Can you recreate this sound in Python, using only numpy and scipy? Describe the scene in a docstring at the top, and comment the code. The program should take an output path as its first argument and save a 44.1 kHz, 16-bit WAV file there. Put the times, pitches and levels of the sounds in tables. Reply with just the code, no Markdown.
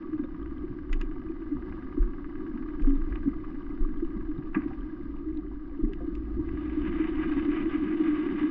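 """A camera in a watertight housing drifts over a reef; the housing booms near 300 Hz and colours the sound.
From the start a far boat engine drones, rattles and knocks, extra hard near 0.5 and 1.7 s. Throughout, water
sways and gurgles, shrimp snap, air pockets wobble, bubbles blip and hands bump and tap the case. Near 5 s the
knocking dies away and a deep hum begins to swell. From 6.4 s the drone grows louder and the propeller's
cavitation joins it as a surging churn."""
import sys
import numpy as np
from scipy import signal
from scipy.fft import rfft, irfft, next_fast_len
from scipy.io import wavfile
from scipy.ndimage import uniform_filter1d

SR = 44100
rng = np.random.default_rng(int(sys.argv[2]) if len(sys.argv) > 2 else 0)


def master_out(mix):
    """Clip the mix to full scale and print it as 16-bit PCM to the path in sys.argv[1]."""
    frames = np.transpose(np.atleast_2d(mix))
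    ceiling = np.clip(frames, -1, 1)
    pcm = np.round(ceiling * 32767).astype(np.int16)
    wavfile.write(sys.argv[1], SR, pcm)


N = 374850
T = np.arange(N) / SR


def drone(waver_db=0.84, mean_hum_share=0.2, share_per_db=0.025):
    """Incoherent powers add: the engine's broad rumble yields to its narrow hum as the level rises."""
    # Each row: time in seconds, level in dB.
    loudness = [(0, -38.5), (2.15, -40), (2.5, -36), (3.1, -38), (3.6, -37.5), (4.3, -38), (5.1, -40.5),
                (5.4, -35.5), (5.6, -42.5), (6.5, -36), (7.05, -30), (8.5, -27.5)]
    # Spectra of rumble and hum. Each row: frequency in Hz, relative level in dB.
    rumble_colour = [(60, -16.5), (130, -11.5), (190, 4), (230, -0.5), (275, 0), (340, -3.5), (400, -10),
                     (450, -23), (600, -24), (1000, -66)]
    hum_colour = [(200, -44.5), (260, -15.5), (286, 1), (305, 4), (324, 5), (345, -4.5), (420, -42)]
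    level = in_time(loudness)
    share = np.clip(mean_hum_share + share_per_db * (level - level.mean()), 0, 1)
    rumble = firing_noise(rumble_colour, depth=0.14, firing_hz=37.8, evenness=0.9)
    hum = firing_noise(hum_colour, depth=0.28, firing_hz=38.63, evenness=0.96)
    both = np.sqrt(1 - share) * rumble + np.sqrt(share) * hum
    power = uniform_filter1d(both ** 2, size=1800) + 1e-6
    return from_db(level + waver_db * drift(5.0)) * rms_one(both / power ** 0.1)


def firing_noise(colour, depth, firing_hz, evenness):
    """Amplitude modulation: noise pulses with the engine's firings and rings in the housing; rms 1."""
    phase = 2 * np.pi * np.cumsum(firing_hz * (1 + 0.02 * drift(0.75))) / SR
    pulsing = 1 + depth * np.cos(phase)
    boom = rms_one(through_housing(rng.standard_normal(N) * pulsing, colour))
    power = uniform_filter1d(boom ** 2, size=4000) + 1e-6
    return rms_one(boom / power ** (evenness / 2))  # a steady load keeps the level even


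def knocks(first_s=0.023, slap_phase=0.44, rebound_phase=0.58):
    """Impact excitation: each engine cycle gives a hard knock and its ring, a duller slap and a rebound."""
    # Each row: time in seconds, engine speed in cycles per second.
    engine_speed = [(0.0, 9.26), (0.2, 9.6), (0.42, 8.61), (0.75, 9.52), (0.95, 8.99), (1.2, 9.72),
                    (1.85, 10.02), (2.25, 8.99), (3.0, 9.16), (3.2, 9.38), (3.9, 8.85), (4.1, 9.82),
                    (4.35, 8.99), (4.8, 10.43)]
    # Each row: time in seconds, relative level in dB.
    strength = [(0, -47.5), (.46, -46), (.62, -53), (.8, -48), (1.4, -47), (1.73, -46), (2.2, -45.5),
                (2.5, -44.5), (3.05, -44.5), (3.7, -49.5), (4.15, -47.5), (4.7, -48.5), (5.4, -64.5),
                (6.5, -64.5)]
    # Spectra of the hard and the dull blows. Each row: frequency in Hz, relative level in dB.
    hard_colour = [(200, -24.5), (700, -3), (1200, 7), (1450, 13), (2000, 5), (2750, 0), (3300, -15),
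                   (4500, -28.5), (6000, -39.5)]
    dull_colour = [(300, -20.5), (800, -3), (1180, 1.5), (1500, 0.5), (2000, -7), (2600, -17.5),
                   (3400, -26)]
    hard, dull = np.zeros(N), np.zeros(N)
    speed, level = in_time(engine_speed), in_time(strength)
    cycles = np.cumsum(speed * (T >= first_s)) / SR
    for at in np.searchsorted(cycles, np.arange(int(cycles[-1])), side="right"):
        knock_db, slap_db, rebound_db = level[at] + rng.normal(0, [1, 1.8, 2.2])
        add(hard, T[at], from_db(knock_db + 4) * burst(t60=0.024, rise_s=0.0012))
        add(dull, T[at], from_db(knock_db - 2) * burst(t60=0.05, rise_s=0.004))
        slap_s = T[at] + slap_phase / speed[at]
        add(dull, slap_s, from_db(slap_db + 0.5) * burst(t60=0.04, rise_s=0.0017))
        rebound_s = T[at] + rng.normal(rebound_phase, 0.04) / speed[at]
        add(dull, rebound_s, from_db(rebound_db - 3) * burst(t60=0.04, rise_s=0.002))
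    return through_housing(hard, hard_colour) + through_housing(dull, dull_colour)


def churn(flutter_db=2.17, onset_s=0.082):
    """Cavitation at the propeller: a bed of dense collapses, and surges of fewer, coarser ones."""
    # Each row: time in seconds, level in dB.
    bed_levels = [(6.4, -66.5), (6.62, -53), (6.8, -50.5), (6.88, -50), (7.2, -48), (7.42, -47),
                  (7.57, -49), (7.85, -47.5), (8.5, -46.5)]
    # Each row: crest time in seconds, level in dB, Gaussian width in seconds.
    crests = [(6.87, -44, 0.022), (7.021, -46, 0.052), (7.187, -45.5, 0.018), (7.238, -42.5, 0.017),
              (7.393, -48, 0.011), (7.532, -44.5, 0.028), (7.572, -43, 0.014), (7.613, -44, 0.015),
              (7.745, -43.5, 0.027), (7.888, -47, 0.034), (8.067, -44, .018), (8.156, -45.5, 0.013),
              (8.217, -48.5, 0.027), (8.396, -44.5, 0.024)]
    # Spectra of the bed and the brighter surges. 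Each row: frequency in Hz, relative level in dB.
    bed_colour = [(200, -16), (500, 3.5), (700, 0.5), (1400, 2.5), (2350, 2), (3000, -3.5), (3700, -9.5),
                  (4100, -24), (4500, -22), (5200, -27.5), (5800, -52.5), (6500, -57)]
    surge_colour = [(200, -20), (500, -3), (900, -2), (1400, 4.5), (1850, 2), (2350, 7.5), (3000, -2),
                    (3600, -16), (4100, -30), (5200, -36.5), (6500, -60)]
    onset = np.clip((T - bed_levels[0][0]) / onset_s, 0, 1)
    bed = onset * from_db(in_time(bed_levels) + flutter_db * drift(43))
    surges = sum(from_db(db) * np.exp(-((T - s) / width) ** 2 / 2) for s, db, width in crests)
    coarse = grains(per_s=1600, spread_db=1.7)
    fine = grains(per_s=7000, spread_db=1.0)
    return through_housing(fine * bed, bed_colour) + through_housing(coarse * surges, surge_colour)


def impacts(bump_db=8.5, tail_db=-22.0, tail_stretch=5.1):
    """Shorter blows span more pitches: soft hand bumps and low water gurgles boom, sharp blows excite all the
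    case's modes."""
    # Each row: start in seconds, relative level in dB, pitch in Hz, 60 dB decay time in seconds. # Most rows
    # are hand bumps on the case; a few low ones, near 110-230 Hz, are water gurgles.
    bumps = [(0.124, -30, 308.2, 0.22), (0.191, -23, 286, 0.077), (0.222, -28, 253, 0.071),
             (0.634, -27.5, 331.5, 0.091), (0.697, -38, 123, 0.12), (1.296, -22.5, 314.5, 0.067),
             (1.511, -25, 298.5, 0.15), (1.974, -14, 305, 0.045), (2.535, -35, 229, 0.16),
             (2.868, -22.5, 276, 0.21), (2.896, -24, 269, 0.07), (2.926, -27, 283, 0.1),
             (3.256, -23.5, 286, 0.09), (3.273, -13.5, 264.5, 0.05), (4.022, -18.5, 322, 0.07),
             (4.158, -33, 212, 0.13), (4.285, -28, 298, 0.12), (4.38, -27, 143, 0.06),
             (4.555, -26, 196, 0.09), (4.564, -16, 302.6, 0.068), (4.582, -21, 277, 0.061),
             (4.622, -28.5, 299, 0.087), (4.656, -23.5, 295, 0.08), (5.255, -30.5, 314, 0.23),
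             (5.445, -27.5, 301, 0.083), (5.788, -24, 317, 0.067), (5.833, -14.5, 304, 0.05),
             (5.836, -29.5, 234, 0.13), (5.869, -21, 309.6, 0.058), (5.89, -37, 388, .16),
             (6.04, -27, 311, 0.065), (6.074, -28, 306, 0.092), (6.387, -20, 309, 0.08),
             (6.392, -35, 110, .1), (6.768, -28, 302, 0.17), (6.885, -34, 180, .06),
             (6.995, -27.5, 315.5, 0.26), (7.368, -20, 305, 0.19), (7.481, -21.5, 301, 0.096),
             (7.528, -22.5, 307, .06), (7.657, -25, 312, .07), (7.773, -20, 297, 0.062),
             (8.002, -17, 317, 0.041), (8.078, -27, 300.7, .25), (8.431, -25, 296, 0.23)]
    # Two extra-hard engine knocks, at 0.458 and 1.723 s; the rest are taps on the case.
    # Each row: start in seconds, relative level in dB, cutoff in Hz, 60 dB decay time in seconds.
    sharp_blows = [(0.458, -38.5, 2000, 0.017), (0.928, -26.5, 8500, 0.015), (0.929, -31.5, 2900, 0.03),
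                   (.996, -44, 7000, 0.01), (1.011, -31, 7260, 0.019), (1.012, -34, 2700, 0.026),
                   (1.723, -33, 1800, 0.02), (2.819, -46, 6470, 0.03), (3.123, -39, 1940, 0.057),
                   (3.155, -32, 3220, 0.015), (4.544, -25, 2180, 0.041), (4.548, -25, 1900, 0.052),
                   (4.559, -24, 1400, 0.039), (4.569, -36, 1805, 0.064), (4.575, -48, 1900, 0.43),
                   (4.604, -34, 1400, .04), (4.617, -38, 2000, .04), (4.636, -39, 2000, 0.032),
                   (4.68, -51, 3600, 0.025), (4.706, -36, 1300, 0.026), (4.728, -47, 2170, .05),
                   (5.371, -55, 4800, 0.021), (5.933, -29.5, 5200, 0.0087), (6.15, -43.5, 6500, 0.024),
                   (6.487, -33.5, 2040, 0.021), (6.572, -30.5, 2000, 0.013), (6.696, -36.5, 2400, .02),
                   (6.925, -26.5, 2000, 0.015), (7.039, -32, 2530, 0.028), (7.176, -47, 6400, 0.016),
                   (7.316, -31.5, 2200, .02), (7.394, -29.5, 2210, 0.025), (7.656, -30.5, 2260, 0.016),
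                   (7.924, -31, 2200, .02), (8.287, -24.5, 1900, 0.015)]
    # Each row: frequency in Hz, relative level in dB.
    sharp_colour = [(200, -11), (700, -8), (1200, -5), (1600, -1), (1850, 1.5), (2050, 0.5), (2450, 7),
                    (2700, 6.5), (2950, 0), (3400, -3), (4300, -14.5), (4950, -9), (6000, -21), (6750, -6),
                    (7300, -15), (8200, -29)]
    booms, sharp = np.zeros(N), np.zeros(N)
    for s, db, hz, t60 in bumps:
        add(booms, s, from_db(db + bump_db) * tone(hz, t60, rise_s=0.0065))
    for s, db, hz, t60 in sharp_blows:
        soften = signal.butter(5, hz, fs=SR, output="sos")
        attack = signal.sosfilt(soften, burst(t60, rise_s=0.0013))
        tail = signal.sosfilt(soften, burst(t60 * tail_stretch, rise_s=0.004))
        add(sharp, s, from_db(db) * attack)
        add(sharp, s, from_db(db + tail_db) * tail)
    return booms + through_housing(sharp, sharp_colour)


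def bubbles(rise_cycles=0.54):
    """Air in water is a mass-spring resonator: big pockets wobble, small bubbles ring; both glide up."""
    # Each row: start in seconds, level in dB, starting pitch in Hz, 60 dB decay time in seconds.
    pockets = [(0.891, -15.5, 26.4, 0.74), (1.989, -7.5, 34.8, 0.24), (2.808, -11.5, 24, 0.96),
               (3.005, -29.5, 62, 0.1), (3.103, -22, 48.3, 0.27), (3.801, 0.5, 21.2, 0.14),
               (4.764, -27, 39.1, 0.46), (5.81, -14, 27.8, 0.34)]
    blips = [(.238, -40.5, 515, 0.087), (0.239, -54, 3530, 0.034), (2.658, -34.5, 1140, 0.03),
             (2.801, -32, 125, 0.051), (2.825, -37, 195, 0.067), (2.833, -41, 468, 0.11),
             (2.895, -46, 467, 0.072), (3.254, -29, 135, 0.063), (3.329, -36, 1196, 0.041),
             (3.438, -31.5, 1120, 0.035), (3.717, -40, 1210, .025), (3.847, -26.5, 1145, 0.021),
             (4.706, -40, 754, 0.083), (4.899, -39.5, 1600, 0.033), (5.715, -49.5, 498, 0.13),
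             (5.815, -32.5, 96.6, 0.14), (5.838, -43.5, 1117, 0.054), (6.002, -47, 687, 0.17),
             (6.004, -42, 505, 0.14), (6.572, -40.5, 1168, 0.079)]
    out = np.zeros(N)
    for s, db, hz, t60 in pockets:
        add(out, s, from_db(db) * tone(hz, t60, rise_s=rise_cycles / hz, glide=0.066))
    for s, db, hz, t60 in blips:
        add(out, s, from_db(db) * tone(hz, t60, rise_s=0.003, glide=0.16))
    return out


def deep_water(slosh_db=-4.0, lumpy_db=4.0):
    """Flow noise: water sloshes and washes past the case in lumps, over the low throb of the exhaust."""
    # Each row: time in seconds, relative level in dB.
    slosh = [(0, -37.5), (1.8, -37), (2.6, -33.5), (3.4, -36), (4.15, -26.5), (4.6, -37), (7.3, -33.5),
             (8.5, -41)]
    throb = [(0, -54.5), (.5, -42.5), (2.7, -49.5), (3.15, -35.5), (3.5, -51), (4.2, -45.5), (4.5, -48),
             (5.3, -49), (6.4, -41), (6.9, -44), (7.25, -41), (7.6, -50), (8.5, -52.5)]
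    wash = [(0, -51.5), (.7, -49.5), (1.3, -51), (1.7, -47.5), (2.8, -51.5), (4.3, -47), (4.9, -51.5),
            (5.6, -53.5), (5.9, -48.5), (6.4, -47.5), (8.5, -50.5)]
    # Each row: frequency in Hz, relative level in dB.
    slosh_colour = [(5, 10.5), (12, 14.5), (26, 14), (45, -5.5), (90, -10.5), (200, -87)]
    throb_colour = [(22, -13), (38, -4.5), (50, 5), (64, -5.5), (80, -8.5), (200, -39)]
    wash_colour = [(40, -8), (80, 4), (120, 4), (180, -2), (260, -5), (400, -44.5)]
    layers = [(in_time(slosh) + slosh_db, slosh_colour),
              (in_time(throb), throb_colour),
              (in_time(wash) + lumpy_db * drift(16), wash_colour)]
    return sum(from_db(db) * rms_one(through_housing(rng.standard_normal(N), colour))
               for db, colour in layers)


def deep_hum(gain_db=-3.0, waver_db=2.0, fade_s=0.17):
    """Superposition: low gliding sine tones swell and sink, beating where they overlap."""
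    # Each row: start and length in seconds, relative level in dB, first and last pitch in Hz.
    swells = [(4.948, 0.77, -40.5, 52.64, 47.5), (5.85, 0.61, -36.5, 49.4, 53.8),
              (6.25, 0.38, -35, 45.6, 46.6), (6.255, 0.44, -38.5, 68.6, 72.5),
              (6.549, .5, -38.5, 57.3, 67.1), (6.81, 0.88, -42, 37.3, 32.5), (7.504, 0.54, -47, 70.2, 71.8)]
    out = np.zeros(N)
    for s, length, db, first_hz, last_hz in swells:
        t = np.arange(int(length * SR)) / SR
        envelope = np.clip(np.minimum(t, length - t) / fade_s, 0, 1)
        phase = 2 * np.pi * np.cumsum(np.linspace(first_hz, last_hz, len(t))) / SR
        add(out, s, np.sqrt(2) * from_db(db) * envelope * np.sin(phase))
    return out * from_db(gain_db + waver_db * drift(3.6))


def rattle(gain_db=-1.18, flutter_db=1.0):
    """Random impacts merge into noise: the clatter of far machinery blends into a fine crackle."""
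    # Each row: time in seconds, relative level in dB.
    loudness = [(0, -54), (1.4, -54), (1.8, -52), (2.2, -53.5), (3.05, -51.5), (4.3, -55), (4.72, -52),
                (5.5, -57), (6.4, -53)]
    # Each row: frequency in Hz, relative level in dB.
    colour = [(200, -11), (500, 8.5), (700, -1), (1000, 0), (1190, 2), (1400, -0.5), (2000, -4.5),
              (2400, -8.5), (3300, -14), (4400, -19.5), (5200, -22), (6000, -29.5), (6800, -45.5)]
    crackle = rms_one(grains(per_s=700, spread_db=0.0) + rng.standard_normal(N))
    envelope = from_db(in_time(loudness) + gain_db + flutter_db * drift(45))
    return through_housing(crackle * envelope, colour)


def shrimp(per_s=40, level_db=-56.0, far_cycles=26.0, near_cycles=45):
    """Impulsive ringing: each shrimp snap decays at a pitch of its own; a few near ones stand out."""
    # Each row: start in seconds, level in dB, pitch in Hz.
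    near_snaps = [(.4289, -53.5, 3130), (0.5813, -53, 3140), (1.287, -51, 2450), (2.075, -48, 1230),
                  (2.803, -58, 3130), (2.869, -56, 3100), (2.894, -52, 3020), (2.94, -55.5, 2980),
                  (2.955, -58, 3680), (3.621, -54, 2960), (3.973, -56, 3200), (4.046, -54.5, 2910),
                  (4.005, -64, 6700), (4.379, -57, 3680), (4.808, -54, 3100), (5.3727, -51, 3870)]
    # Each row: frequency in Hz, relative level in dB.
    far_colour = [(500, -5.5), (1000, -4), (2000, -1.5), (3200, -9), (4500, -21.5), (6000, -34)]
    far, near = np.zeros(N), np.zeros(N)
    for when, pitch, size in rng.random((int(per_s * N / SR), 3)):
        hz = 650 * (3800 / 650) ** pitch
        db = level_db - 0.5 * np.log(size + 0.084)
        add(far, when * T[-1], from_db(db) * tone(hz, far_cycles / hz, rise_s=0.0005))
    for s, db, hz in near_snaps:
        add(near, s, from_db(db) * tone(hz, near_cycles / hz, rise_s=0.00039))
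    return through_housing(far, far_colour) + near


def through_housing(x, colour):
    """Source and filter: a spectrum times the housing's resonances, at minimum phase and unit power."""
    # Peaks and notches. Each row: centre in Hz, width in Hz, height in dB.
    resonances = [(303.1, 118, 20), (367.7, 56, 9.5), (741, 83, 7.5), (959, 120, 8.5), (1137.3, 95, 11.5),
                  (1231, 110, 11), (1631, 210, 10.5), (1790, 29, -10), (2010, 170, 8.5), (2720, 310, 0.5),
                  (2790, 59, -5), (2940, 190, 5.5), (3270, 130, -4.5), (3600, 100, 4.5), (4480, 200, 1.5),
                  (4900, 400, 2)]
    size = 2 * next_fast_len(N // 2 + SR // 4)
    hz = np.maximum(np.arange(size // 2 + 1) * SR / size, 1)
    colour_hz, colour_db = np.transpose(colour)
    db = np.interp(np.log(hz), np.log(colour_hz), colour_db)
    db -= 30 * np.log2(np.maximum(hz / colour_hz[-1], 1))  # 30 dB per octave past the last row
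    for centre, width, height in resonances:
        db += height / (1 + 2 * ((hz - centre) / width) ** 2) ** 2
    cepstrum = irfft(np.log(from_db(db)))
    cepstrum[1:size // 2] *= 2  # folded onto positive time, so it rings only after a blow
    cepstrum[size // 2 + 1:] = 0
    response = np.exp(rfft(cepstrum))
    return irfft(rfft(x, size) * response)[:N] / np.sqrt(np.mean(abs(response) ** 2))


def burst(t60, rise_s):
    """Multipath spreading: the water smears a snap into decaying white noise."""
    t, envelope = fade(t60, rise_s)
    spectrum = rfft(np.sqrt(envelope) * rng.standard_normal(len(t)))
    whitened = irfft(spectrum / (abs(spectrum) + 1e-12), len(t))
    return rms_one(np.sqrt(envelope) * whitened) * np.sqrt(np.mean(envelope ** 2))


def tone(hz, t60, rise_s, glide=0):
    """Damped oscillation that begins inward; its pitch rises by the fraction glide over t60."""
    t, envelope = fade(t60, rise_s)
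    return -envelope * np.sin(2 * np.pi * hz * t * (1 + glide * t / t60 / 2))


def fade(t60, rise_s):
    """Exponential decay after a rounded rise: the time axis and envelope of one blow."""
    t = np.arange(int((t60 + 2 * rise_s) * SR) + 1) / SR
    return t, (1 - np.exp(-(t / rise_s) ** 2)) * np.exp(-np.log(1000) * t / t60)


def grains(per_s, spread_db):
    """Shot noise: impulses of random time, size and sign; rms 1."""
    sizes = from_db(spread_db * np.minimum(rng.exponential(1, N), 4)) * rng.choice([-1, 1], N)
    return rms_one(sizes * (rng.random(N) < per_s / SR))


def drift(hz, step=40):
    """Slow random fluctuation: noise low-passed by two poles at hz; rms 1."""
    pole = np.exp(-2 * np.pi * hz * step / SR)
    noise = rng.standard_normal(N // step + 2002)
    slow = signal.lfilter([1], [1, -2 * pole, pole * pole], noise)[2000:]  # once the filter has settled
    return np.interp(np.arange(N) / step, np.arange(len(slow)), rms_one(slow))


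def in_time(rows):
    """Interpolate (seconds, value) rows at every sample."""
    return np.interp(T, *np.transpose(rows))


def from_db(db):
    """Decibels to amplitude ratio."""
    return 10 ** (np.asarray(db) / 20)


def rms_one(x):
    """Scale to unit rms."""
    return x / np.sqrt(np.mean(x ** 2) + 1e-20)


def add(out, s, sound):
    """Mix a sound in at s seconds."""
    at = int(np.clip(s * SR, 0, N - 1))
    out[at:at + len(sound)] += sound[:N - at]


def scene():
    """Superposition: all pressures add at the one microphone inside the housing."""
    return (drone() + deep_hum() + knocks() + rattle() + shrimp() + churn()
            + deep_water() + impacts() + bubbles())[None]


def record(dry):
    """Band limiting: a steep low-pass cuts the treble above 7600 Hz."""
    return signal.sosfilt(signal.butter(14, 7600, fs=SR, output="sos"), dry)


dry = scene()
out = record(dry)
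master_out(out)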